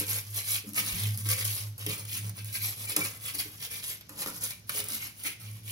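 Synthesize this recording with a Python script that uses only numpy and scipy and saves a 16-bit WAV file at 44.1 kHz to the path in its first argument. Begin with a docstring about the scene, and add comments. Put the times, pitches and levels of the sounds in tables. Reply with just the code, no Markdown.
"""Grass broom on a tiled window ledge

A small hard-walled kitchen; a soft grass broom works in quick strokes, to the right and close to a two-port
microphone. Bursts of random catches make the fibres hiss and scrape; noise bursts slap, dry clicks tick,
and resonant modes ring the bars, knock the ledge and hum in the window grille, two of them close enough
to beat. Fading noise tails answer from the recess and the room, over still air."""
import sys
import numpy as np
from scipy import signal
from scipy.fft import rfft, irfft, next_fast_len
from scipy.io import wavfile
from scipy.ndimage import uniform_filter1d, map_coordinates

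SR = 44100
rng = np.random.default_rng(int(sys.argv[2]) if len(sys.argv) > 2 else 0)


def to_wav(s):
    """Save 16-bit WAV."""
    ch = np.atleast_2d(s).T  # columns
    pcm = np.round(np.clip(ch, -1, 1) * 32767)  # PCM
    wavfile.write(sys.argv[1], SR, pcm.astype(np.int16))


N = 251811
TIME = np.arange(N) / SR


def amp(db):
    """Decibels to gain."""
    return 10 ** (np.asarray(db) / 20)


def unit(x):
    """Scale to rms 1."""
    return x / np.sqrt(np.mean(x ** 2) + 1e-20)


def along(points, hz):
    """Read (f/Hz, value) points on a log frequency axis."""
    f, values = np.transpose(points)
    return np.interp(np.log(hz + 1), np.log(f + 1), values)


def filtered(x, response):
    """Filter x by a complex response of frequency."""
    n = x.shape[-1]
    padded_n = next_fast_len(n + SR // 2)
    spectrum = rfft(x, padded_n) * response(np.fft.rfftfreq(padded_n, 1 / SR))
    return irfft(spectrum, padded_n)[..., :n]


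def coloured(x, spectrum):
    """Shape x by a (f/Hz, level/dB) spectrum, at rms 1."""
    return unit(filtered(x, lambda hz: amp(along(spectrum, hz))))


def wobble(rate):
    """A smooth random curve, rate knots a second."""
    return map_coordinates(rng.standard_normal(8192), [TIME * rate], mode="wrap")


def add(track, s, sound):
    """Mix a sound into a track at time s, or at the start if s is negative."""
    part = track[max(round(s * SR), 0):][:len(sound)]
    part += sound[:len(part)]


def focus(hz, centre_hz, octaves):
    """A bell-shaped gain around a centre frequency."""
    return np.exp(-.5 * (np.log2((hz + 1) / centre_hz) / octaves) ** 2)


def resonances(modes, f):
    """Response of a body with (f/Hz, width/Hz, level/dB) modes of alternating sign."""
    total = 0
    for k, (centre, width, db) in enumerate(modes):
        mode = 1j * f * width / (centre * centre - f * f + 1j * f * width)
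        total = total + (-1) ** k * amp(db) * mode
    return total


def struck(modes, force, centre_hz, octaves):
    """A body's ring at peak 1; the contact picks out the modes around a centre frequency."""
    lead_in = 128  # samples of quiet before the force
    response = lambda f: resonances(modes, f) * focus(f, centre_hz, octaves)
    ring = filtered(np.pad(force, (lead_in, 0)), response)
    return ring / np.abs(ring).max()


def diffuse(size, alike_hz=550):
    """Noise from all sides: long waves are alike at both ports, short ones unrelated."""
    mid, side = rng.standard_normal((2, size))
    apart = lambda hz: 1 - np.exp(-(hz / alike_hz) ** 2) * .98
    mid = filtered(mid, lambda hz: np.sqrt(2 - apart(hz)))
    side = filtered(side, lambda hz: np.sqrt(apart(hz)))
    return np.array([mid + side, mid - side]) / 2


# bumps that set the grille humming: (t/s, level/dB, lean towards the 1st, 3rd and 5th mode/dB)
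BUMPS = [(-.145, -40, 11), (.762, -48.5, 10), (0.995, -32, 9), (2.168, -39, 8.5), (3.319, -59, 16),
         (4.361, -53.5, 7), (4.762, -54.5, 10.5), (5.411, -43, 6)]
# modes of the iron window grille: (f/Hz, level/dB, t60/s)
GRILLE_MODES = [(103.15, -7, 4.5), (108.25, 8.5, 5.3), (145.4, -34, 11), (175.4, -8.5, 2), (215, -25, 1.47)]
# random waver of the hum: depth in dB, knots a second
HUM_WAVER_DB, HUM_WAVERS_PER_S = .8, 18


def grille(touch=0.24, swell=0.051):
    """Two close bar modes swing in opposition and beat; each new bump builds up and damps the ring before it."""
    track = np.zeros(N)
    ends = [row[0] for row in BUMPS[1:]] + [TIME[-1] + 1]
    for (s, db, lean_db), end in zip(BUMPS, ends):
        t = TIME - s
        ring = np.zeros(N)
        for k, (hz, level, t60) in enumerate(GRILLE_MODES):
            sign = (-1) ** k
            fade = amp(level + sign * lean_db - 60 * np.abs(t) / t60)
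            ring += sign * fade * np.sin(2 * np.pi * hz * t)
        build_up = np.clip(1 + t / swell, 0, 1)  # swells in the moment before s
        damping = np.clip(.5 + (end - TIME) / touch, 0, 1)
        track += amp(db) * ring * build_up * damping
    return track * amp(HUM_WAVER_DB * wobble(HUM_WAVERS_PER_S))


def catches(rate, spread_db, life):
    """Fibres catching on grit and letting go: tiny bursts of uneven size at random moments."""
    sizes = amp(spread_db * np.clip(rng.standard_normal(N), -2, 1.8))
    hits = (rng.random(N) < rate / SR) * sizes
    energy = signal.lfilter([1], [1, -np.exp(-1 / (life * SR))], hits ** 2)
    return unit(np.sqrt(energy) * rng.standard_normal(N))


def friction(spectrum, grains, grit):
    """Countless soft contacts blur into a rush; the share grit stays single catches."""
    grit = np.clip(grit, 0, 1)
    rush = rng.standard_normal(N)
    return coloured(np.sqrt(grit) * grains + np.sqrt(1 - grit) * rush, spectrum)


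def shifting(x, depth_db):
    """Ever new stalks touch the tile, each with its own resonances: the colour keeps changing."""
    z = signal.stft(x, nperseg=256)[2]
    field = uniform_filter1d(rng.standard_normal(z.shape), 4, axis=0)  # smooth over frequency
    field = uniform_filter1d(field, 9, axis=1)  # then over time
    return unit(signal.istft(z * amp(depth_db * unit(field)), nperseg=256)[1][:N])


# broom strokes: (t/s, rise/s, hold/s, level/dB, then relative to that level: pressure on the stalks/dB,
# rub on the ledge/dB, ring of the bars/dB; rasp f/Hz)
STROKES = [ (-.052, 0.037, 0.01, -26.5, 1, -17, -15.5, 2620), (.045, 0.06, 0.08, -31, -1.5, -19, -33, 2440),
           (.207, 0.13, 0.023, -43.5, -4.5, -19, -32, 3500), (.335, 0.045, 0.0074, -30, -1, -20, -12, 2660),
           (.42, 0.099, 0.042, -29, -1.5, -30.5, -41, 3900),
           (.64, 0.04, .015, -46.5, -13, -11.5, -34, 3500), (0.737, 0.05, 0.0072, -27.5, 3, -16, -16, 2370),
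           (.813, 0.056, 0.062, -32.5, -1, -21, -12.5, 3480),
           (.893, 0.11, 0.084, -34, -0.5, -19, -27, 3600), (1.083, 0.064, 0.011, -43, -7, -18, -35, 4200),
           (1.17, 0.012, 0.028, -39, -6, -25, -34, 4270), (1.231, 0.024, 0.055, -37, -1, -19, -31, 3340),
           (1.284, 0.016, 0.023, -26, -1, -20, -17, 2550), (1.351, 0.042, 0.022, -31, 0, -17, -37, 3600),
           (1.441, 0.0073, 0.16, -31, -2.5, -24, -37, 4000), (1.6, 0.024, 0.054, -47, -18, -13, -34, 4020),
           (1.775, 0.011, 0.077, -44, 1, -10, -27, 3520),
           (1.858, 0.037, 0.047, -35.5, 1.5, -15.5, -12, 3070),
           (1.968, 0.015, .021, -39.5, -2, -14.5, -13, 2970), (2.046, .11, 0.017, -33.5, 0, -32, -18, 2980),
           (2.18, 0.063, 0.035, -43.5, -3, -14.5, -29, 3200),
           (2.343, 0.034, 0.013, -42.5, 1.5, -13.5, -15, 2570),
           (2.444, 0.016, 0.05, -44.5, 1, -18.5, -25, 3340),
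           (2.517, 0.036, 0.009, -31.5, -4, -28, -10.5, 2880),
           (2.59, 0.054, 0.0093, -30.5, -1.5, -26, -10.5, 3280),
           (2.654, 0.02, 0.04, -35, -3, -21, -30, 3300), (2.713, 0.13, 0.0074, -38, -2.5, -18, -19, 2780),
           (2.87, 0.031, 0.0077, -32.5, 2.5, -17, -19, 3250),
           (2.963, 0.0044, 0.046, -32.5, -2, -11, -24, 3180),
           (3.026, 0.025, 0.0055, -30, -4.5, -15.5, -28, 3000),
           (3.064, 0.037, 0.066, -47, -2, -10, -30, 2600),
           (3.189, 0.093, 0.012, -35.5, 1.5, -19, -30, 2870),
           (3.332, 0.016, .004, -35.5, -1, -21, -18, 3170),
           (3.375, 0.02, 0.0033, -29.5, -0.5, -25, -24, 2970),
           (3.41, 0.052, .12, -47, -2.5, -15, -29, 3200),
           (3.584, 0.053, 0.014, -37.5, 2.5, -18.5, -21, 3220),
           (3.695, 0.019, 0.075, -38, 0, -17, -12.5, 3200), (3.813, 0.028, 0.019, -38, 0, -33, -26, 3480),
           (3.846, 0.042, 0.034, -35.5, -1.5, -21.5, -25, 3480),
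           (4.085, 0.008, 0.078, -53, -9, -1, -31, 4200), (4.151, 0.067, 0.0057, -34.5, 0, -10, -26, 4380),
           (4.266, 0.006, 0.018, -37.5, -3.5, -7, -27, 3800),
           (4.301, 0.064, 0.0067, -40.5, -5.5, -14, -36, 4200),
           (4.402, 0.0086, .006, -38, -3, -18, -25, 4200),
           (4.411, 0.023, 0.017, -31.5, -4.5, -21, -29, 4440),
           (4.461, 0.044, 0.006, -39, -2, -25, -13, 3200), (4.664, 0.021, .004, -49.5, -4, -22, -30, 3500),
           (4.69, 0.0097, 0.053, -40, 0, -11, -35, 3800), (4.716, .06, 0.011, -30.5, -1, -18.5, -32, 2600),
           (4.843, 0.012, 0.022, -44, 0, -9, -24, 3400), (4.875, 0.02, 0.032, -38, -1.5, -15, -25, 3200),
           (4.899, 0.042, 0.018, -33, -3, -22, -17, 2470), (4.975, 0.051, 0.039, -38, .5, -20, -12, 2300),
           (5.14, 0.065, 0.031, -46.5, -2, -26, -32, 3060),
           (5.23, 0.037, 0.006, -31.5, 3.5, -22, -23, 2600),
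           (5.392, 0.012, 0.18, -49.5, 0.5, -15.5, -13, 2800),
           (5.625, 0.094, .02, -39, 1.5, -26, -21, 2800)]
# a stroke swells as the fibres bend, sags while they drag and dies away as they lift off
SWELL_POWER, SAG_DB_PER_S, LIFT_DB_PER_S = 1.125, 37, 269


def effort(levels_db):
    """Gain over time of all strokes, given a level for each: swell, sagging hold, lift-off."""
    power = np.zeros(N)
    t = np.arange(int(.7 * SR)) / SR
    for (start, rise, hold, *_), db in zip(STROKES, levels_db):
        age = t + max(-start, 0)  # a stroke may already be under way at the start
        rise = max(rise, .004)
        sag_db = SAG_DB_PER_S * np.maximum(age - rise, 0)
        lift_db = LIFT_DB_PER_S * np.maximum(age - rise - hold, 0)
        swell = np.minimum(age / rise, 1) ** SWELL_POWER
        add(power, start, (swell * amp(db - sag_db - lift_db)) ** 2)
    return np.sqrt(power)


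def rasp(scrape, levels_db, centres_hz, octaves=0.25):
    """The free length of the stalks differs from stroke to stroke, and with it the pitch at which they rasp."""
    total = np.zeros(N)
    for hz in 1800 * 2 ** (np.arange(6) * .3):
        band = filtered(scrape, lambda f: .8 * focus(f, hz, .15))
        share_db = 20 * np.log10(focus(hz, centres_hz, octaves) + 1e-6)
        total += band * effort(levels_db + share_db)
    return total


# straws flicking free: how many a second, level against the stroke in dB
FLICKS_PER_S, FLICK_DB = 320, -7.5


def flicks(low_hz=3000, high_hz=15000, cycles=2.3, spread_db=8):
    """Single straws spring free, each with a dry click at the pitch of its own length."""
    when, length, size = rng.random((int(FLICKS_PER_S * N / SR), 3)).T[:, :, None]
    t = np.arange(SR // 100) / SR
    hz = low_hz + (high_hz - low_hz) * length
    clicks = amp(spread_db * size) * hz * np.sin(2 * np.pi * hz * t) * np.exp(-t * hz / cycles)
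    places = (when * N).astype(int) + np.arange(len(t))
    return unit(np.bincount(places.ravel(), clicks.ravel(), N)[:N])


# high modes of an iron bar, its thin ring: (f/Hz, width/Hz, level/dB)
BAR_MODES = [(1420, 19, -18), (1540, 7, -36), (2148, 21, 2.5), (2328, 52, 10.5), (3180, 84, -8),
             (3580, 42, -5), (4040, 59, 1.5), (5300, 91, -14.5)]


def bar():
    """Stalks catching on an iron bar ring its high modes in fits; which ones shifts with the point of contact."""
    grains = catches(rate=200, spread_db=3, life=.0008)
    ring = np.zeros(N)
    for mode in BAR_MODES:
        fits_db = 2.5 * wobble(5) + 2.5 * wobble(35)
        ring += filtered(grains, lambda f: resonances([mode], f)) * amp(fits_db)
    return unit(ring)


# colour of the hissing tips: (f/Hz, level/dB)
TIPS_COLOUR = [(2500, -33), (5000, -8), (7500, -6), (9500, 2.5), (12000, 4), (14500, 0), (15600, -1.5)]
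# colour of the scraping stalks: (f/Hz, level/dB)
STALKS_COLOUR = [(300, -61), (900, -15), (1850, .5), (2200, 6), (2700, 4.5), (3200, 4), (4300, 2),
                 (5500, 0.5), (7500, -14), (11000, -66)]
# colour of the murmuring ledge: (f/Hz, level/dB)
RUB_COLOUR = [(40, -23), (150, 2), (300, -6.5), (520, -0.5), (700, -7.5), (1100, -2.5), (1500, -8.5),
              (2200, -14), (4000, -18)]
# tip hiss against the stroke; loose fibres rustling throughout (dB)
HISS_DB, RUSTLE_DB = 0, -66
# scrape against the stroke; coarse rasp against the scrape, and its extra dB per dB of pressure
STALK_DB, COARSE_DB, COARSE_GROWS = -10.5, -5.5, 1


def sweeping(tips_jerk_db=0.58, stalks_jerk_db=-1.0, rub_jerk_db=0.5):
    """Tips hiss, stalks scrape and ring the bars, the ledge murmurs under them; the tufts drag in small jerks."""
    level, pressure, on_ledge, on_bars, rasp_hz = np.transpose(STROKES)[3:]
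    jerks = wobble(130)
    fine = catches(rate=1100, spread_db=3.5, life=.00025)
    coarse = catches(rate=360, spread_db=3.5, life=.0003)
    ticks = catches(rate=130, spread_db=2.5, life=.0004)
    # single straws tick through the hiss, the scrape and the rub
    hiss = shifting(friction(TIPS_COLOUR, fine + .3 * ticks, grit=.55), depth_db=1.5)
    scrape = shifting(friction(STALKS_COLOUR, coarse + .45 * ticks, grit=.85), depth_db=1.7)
    murmur = friction(RUB_COLOUR, coarse + 0.27 * ticks, grit=0.45)
    # pressing harder brings the thick stalks down, which rasp at a pitch of their own
    stalk_db = level + STALK_DB + pressure
    thick = rasp(scrape, stalk_db + COARSE_DB + COARSE_GROWS * pressure, rasp_hz)
    tips = effort(level) * (amp(HISS_DB) * hiss + amp(FLICK_DB) * flicks())
    stalks = thick + effort(stalk_db) * scrape + effort(level + on_bars) * bar()
    rub = effort(level + on_ledge) * murmur
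    rustle = amp(RUSTLE_DB) * (hiss + 0.21 * scrape)
    # the stalks weaken whenever a jerk favours the tips
    jerky = tips * amp(tips_jerk_db * jerks) + stalks * amp(stalks_jerk_db * jerks)
    return jerky + rub * amp(rub_jerk_db * jerks) + rustle


# knocks of the broom head: (t/s, peak level/dB, centre f/Hz, spread/octaves, drag level/dB, drag t60/s)
KNOCKS = [(.003, -35.5, 355, 0.77, -18, 0.12), (.638, -44, 376, 0.35, -22, 0.1),
          (.666, -35, 236, 0.24, -14, 0.65), (.792, -42, 190, 0.55, -9, .85),
          (0.92, -40, 56.5, 0.43, -14, 0.035), (.935, -38.5, 173, 0.055, -24, .7),
          (1.011, -43, 222, 0.13, -15, 0.72), (1.255, -44, 308, 0.32, -22, .096),
          (1.294, -45.5, 520, 0.11, -8, 0.55), (1.864, -31.5, 365, 0.45, -23, 0.47),
          (1.871, -39, 160, 0.29, -14, 0.59), (2.151, -48, 184, 0.62, -1, 1),
          (2.235, -45, 177, .12, -16, 0.96), (2.901, -44.5, 422, 0.56, 3, 0.37),
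          (2.963, -32, 564, 0.74, -16, 0.23), (2.976, -34, 298, 0.55, -30, 0.24),
          (2.9643, -34, 1400, 0.61, 6, 0.23), (3.34, -46.5, 310, 0.45, -13, 0.4),
          (3.45, -45, 330, 0.27, -7, 0.21), (4.1, -50, 282, 0.12, 4, 0.22),
          (4.276, -42, 1100, 0.48, -12, 0.06), (4.264, -42.5, 200, 0.64, -13, 0.6),
          (4.695, -48, 900, 0.95, -17, 0.028), (4.742, -42.5, 560, 0.58, -14.5, 0.17),
          (4.796, -41, 600, 0.73, -5, 0.16), (4.903, -46, 249, 0.16, -10.5, 0.55),
          (5.249, -48, 290, 0.47, -14, 0.33)]
# modes of the ledge and window frame: (f/Hz, width/Hz, level/dB)
LEDGE_MODES = [(52, 25, -6), (145, 10, -1), (174, 8, 4), (212, 20, -1), (258, 20, -11), (304, 14, 4),
               (382, 14, -11), (425, 13, 4.5), (511, 14, -2), (532, 14, -1.5), (738, 35, -8),
               (1060, 130, -12), (1352, 30, -2), (1486, 30, -4)]


def knocks(blow=0.025):
    """The soft head lands on ledge and frame and drags briefly; a firmer contact reaches higher modes."""
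    track, t = np.zeros(N), np.arange(SR // 2) / SR
    for s, db, centre_hz, octaves, drag_db, t60 in KNOCKS:
        landing = unit(np.exp(-t / blow * centre_hz / 100))  # shorter for higher centres
        drag = unit(rng.standard_normal(len(t)) * amp(-60 * t / t60)) * np.sqrt(SR / centre_hz)
        force = landing + amp(drag_db) * drag
        add(track, s, amp(db) * struck(LEDGE_MODES, force, centre_hz, octaves))
    return track


# single straws ticking against grit and edges: (t/s, peak level/dB)
TICKS = [(.2512, -34), (0.2672, -31), (.2855, -46), (0.3657, -26), (.5010, -26), (.692, -26.5),
         (0.7455, -24), (.763, -18), (.9574, -30), (1.1081, -26), (1.148, -37), (1.2682, -22),
         (1.4952, -36), (1.815, -29), (1.8577, -27), (1.958, -38), (1.998, -40), (2.0125, -37),
         (2.3133, -38), (2.3922, -36), (2.7615, -38), (2.874, -41), (2.9225, -18), (3.154, -41),
         (3.172, -37), (3.2013, -35), (3.719, -33), (3.8403, -23.5), (3.972, -35), (3.9817, -35),
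         (4.0669, -45), (4.1916, -25), (4.2844, -22), (4.598, -36), (4.686, -44), (4.72, -24), (4.758, -33),
         (4.865, -30), (5.5135, -34), (5.635, -40)]


def straws(t60=.003, low_hz=4500, high_hz=12000, octaves=.7):
    """One straw lets go: a tiny dry tick, each with its own brightness."""
    track, t = np.zeros(N), np.arange(SR // 40) / SR
    for s, db in TICKS:
        centre_hz = low_hz + (high_hz - low_hz) * rng.random()
        tick = filtered(rng.standard_normal(len(t)), lambda f: focus(f, centre_hz, octaves))
        tick = tick * amp(-60 * t / t60)
        add(track, s, amp(db) * tick / np.abs(tick).max())
    return track


# tufts snapping against bars and tile: (t/s, level/dB, stalk clack against it/dB)
SLAPS = [(0.345, -33, -9), (0.486, -25, -19), (0.7335, -34, -12), (0.7592, -33.5, -13), (1.0348, -24, -26),
         (1.1743, -27.5, -22), (1.288, -24, -7), (1.29, -24, -14), (1.4509, -24, -16), (1.7800, -35, -13),
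         (1.8637, -22, -8), (2.0517, -34, -8.5), (2.2943, -31, -10), (2.4452, -34, -9), (2.5274, -31, -17),
         (2.896, -28, -19), (2.9633, -12.5, -12.5), (2.9650, -16.5, -14), (3.351, -25, -24),
         (4.01, -41.5, -0.5), (4.093, -37.5, -7), (4.2605, -30, -1), (4.4102, -40, -10), (4.443, -28, -36),
         (4.5063, -33, -0.5), (4.6937, -23, -5), (4.802, -23.5, -7.5), (4.841, -28, -15),
         (4.8855, -25.5, -21), (5.236, -27.5, -21.5), (5.399, -44, -14)]
# colour of the clacking stalks: (f/Hz, level/dB)
CLACK_COLOUR = [(60, -45), (250, 7), (600, 11.5), (1300, 16.5), (2400, 22), (4500, 18.5), (8000, 13.5),
                (14000, -25)]
# fade of the fine tips and of the stiff stalks (s)
SNAP_T60_S, CLACK_T60_S = 0.013, 0.01


def slaps(landing=0.00033):
    """A bent tuft springs free and its fibres land within a millisecond or two."""
    track, t = np.zeros(N), np.arange(SR // 6) / SR
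    onset = (1 - np.exp(-t / landing)) ** 2
    snap = onset * amp(-60 * t / SNAP_T60_S)
    clack = onset * amp(-60 * t / CLACK_T60_S)
    for s, db, clack_db in SLAPS:
        fibres, stalks = rng.standard_normal((2, len(t)))
        burst = snap / snap.max() * coloured(fibres, TIPS_COLOUR)
        burst += amp(clack_db) * clack / clack.max() * coloured(stalks, CLACK_COLOUR)
        add(track, s, amp(db) * burst)
    return track


# stalks catching on a bar so that it sings: (t/s, peak level/dB, favoured mode f/Hz)
PINGS = [(.779, -28, 2180), (.796, -35.5, 2230), (2.548, -41, 2260), (2.625, -46, 2345), (2.872, -37, 2360),
         (3.008, -26.5, 2304), (3.085, -46, 2360), (5.015, -40, 2140), (5.256, -36, 2210)]


def pings(scratch_t60=0.048, octaves=0.021):
    """A stiff stalk scratches across a bar, which sings on for a moment."""
    track, t = np.zeros(N), np.arange(SR // 4) / SR
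    for s, db, hz in PINGS:
        scratch = rng.standard_normal(len(t)) * amp(-60 * t / scratch_t60)
        add(track, s, amp(db) * struck(BAR_MODES, scratch, hz, octaves))
    return track


# bound stalks bumping the ledge, short and dead: (t/s, level/dB, f/Hz)
TAPS = [(2.9628, -23, 2800), (2.9642, -35, 610), (4.2613, -26.5, 1170), (4.2645, -33, 387),
        (4.2955, -41, 227), (4.3058, -39, 260), (4.6935, -42, 915), (4.796, -37, 597)]


def taps(cycles=1.3):
    """The stiff neck of the broom bumps the tile: a push that dies within a few swings."""
    track, t = np.zeros(N), np.arange(SR // 20) / SR
    for s, db, hz in TAPS:
        add(track, s, amp(db) * np.sin(2 * np.pi * hz * t) * np.exp(-t * hz / cycles))
    return track


# how long the small hard kitchen rings: (f/Hz, t60/s)
ROOM_DECAY = [(150, .45), (1000, .34), (2300, .36), (5000, .27), (10000, .17), (16000, .12)]
# colour of its answer: (f/Hz, level/dB)
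ROOM_ANSWER = [(100, -6), (500, 5), (1200, 6.5), (2300, 7), (3200, 6), (5500, 5.5), (7000, 3), (9000, -3),
               (15000, -7)]


def kitchen(x, recess_db=10, recess_t60=0.038, count=24):
    """The window recess answers at once, then the tiled room dies away; the echoes change as the broom moves."""
    wet, hop = np.zeros((2, N)), N // count
    padded = np.pad(x, (0, 3 * hop))
    for start in range(0, N, hop):  # a fresh noise tail for each stretch
        hz, t, z = signal.stft(diffuse(SR // 3), SR, nperseg=256)
        fade = amp(-60 * t / along(ROOM_DECAY, hz)[:, None]) + amp(recess_db - 60 * t / recess_t60)
        fade = fade / np.sqrt(np.sum(fade ** 2, axis=1, keepdims=True) * t[1] * SR)
        colour = amp(along(ROOM_ANSWER, hz))[:, None]
        tail = signal.istft(z * fade * colour, SR, nperseg=256)[1]
        echoes = signal.fftconvolve(padded[None, start:start + hop], tail, axes=1)
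        for side, echo in zip(wet, echoes):
            add(side, start / SR + 0.00144, echo)
    return wet


# mean delay between the microphone ports (s); its random swing as a share, knots a second
PORT_LAG_S, SWING, SWINGS_PER_S = .00018, .035, 6


def ports(x):
    """The broom is off to the right, so its sound reaches the left port later, by a delay that shifts as it swings."""
    half = SR * PORT_LAG_S * (1 + SWING * wobble(SWINGS_PER_S)) / 2
    return np.array([map_coordinates(x, [np.arange(N) + side * half], order=5) for side in (-1, 1)])


# the rasp spreads through tile and bars, so less comes straight from the broom: (f/Hz, direct level/dB)
DIRECT_COLOUR = [(400, 0), (900, -3), (2500, -4.5), (4500, -1.5), (7500, 0)]
# colour of the still air: (f/Hz, level/dB)
AIR_COLOUR = [(20, -18), (55, 0), (110, 5), (200, -1), (400, -12), (1000, -18.5), (2500, -19), (6000, -13),
              (15000, -68)]
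# kitchen's answer, still air (dB)
ROOM_DB, AIR_DB = -1, -57


def scene():
    """Broom, bars and ledge in the room, over the grille's hum and the still air."""
    hum = grille() * amp([[-.6], [.6]])  # dB, left and right port
    broom = sweeping() + slaps()
    clicks = straws()
    rings = knocks() + taps() + pings()
    room = kitchen(broom + amp(-4) * clicks + amp(-8) * rings)
    direct = filtered(broom, lambda hz: amp(along(DIRECT_COLOUR, hz))) + clicks + rings
    air = amp(AIR_DB) * coloured(diffuse(N), AIR_COLOUR)
    return ports(direct) + amp(ROOM_DB) * room + hum + air


TOP_HZ = 15750


def record(dry):
    """The recorder's steep band limit removes the sound above TOP_HZ."""
    return filtered(dry, lambda hz: 1 / np.sqrt(1 + (hz / TOP_HZ) ** 240))


dry = scene()
out = record(dry)
to_wav(out)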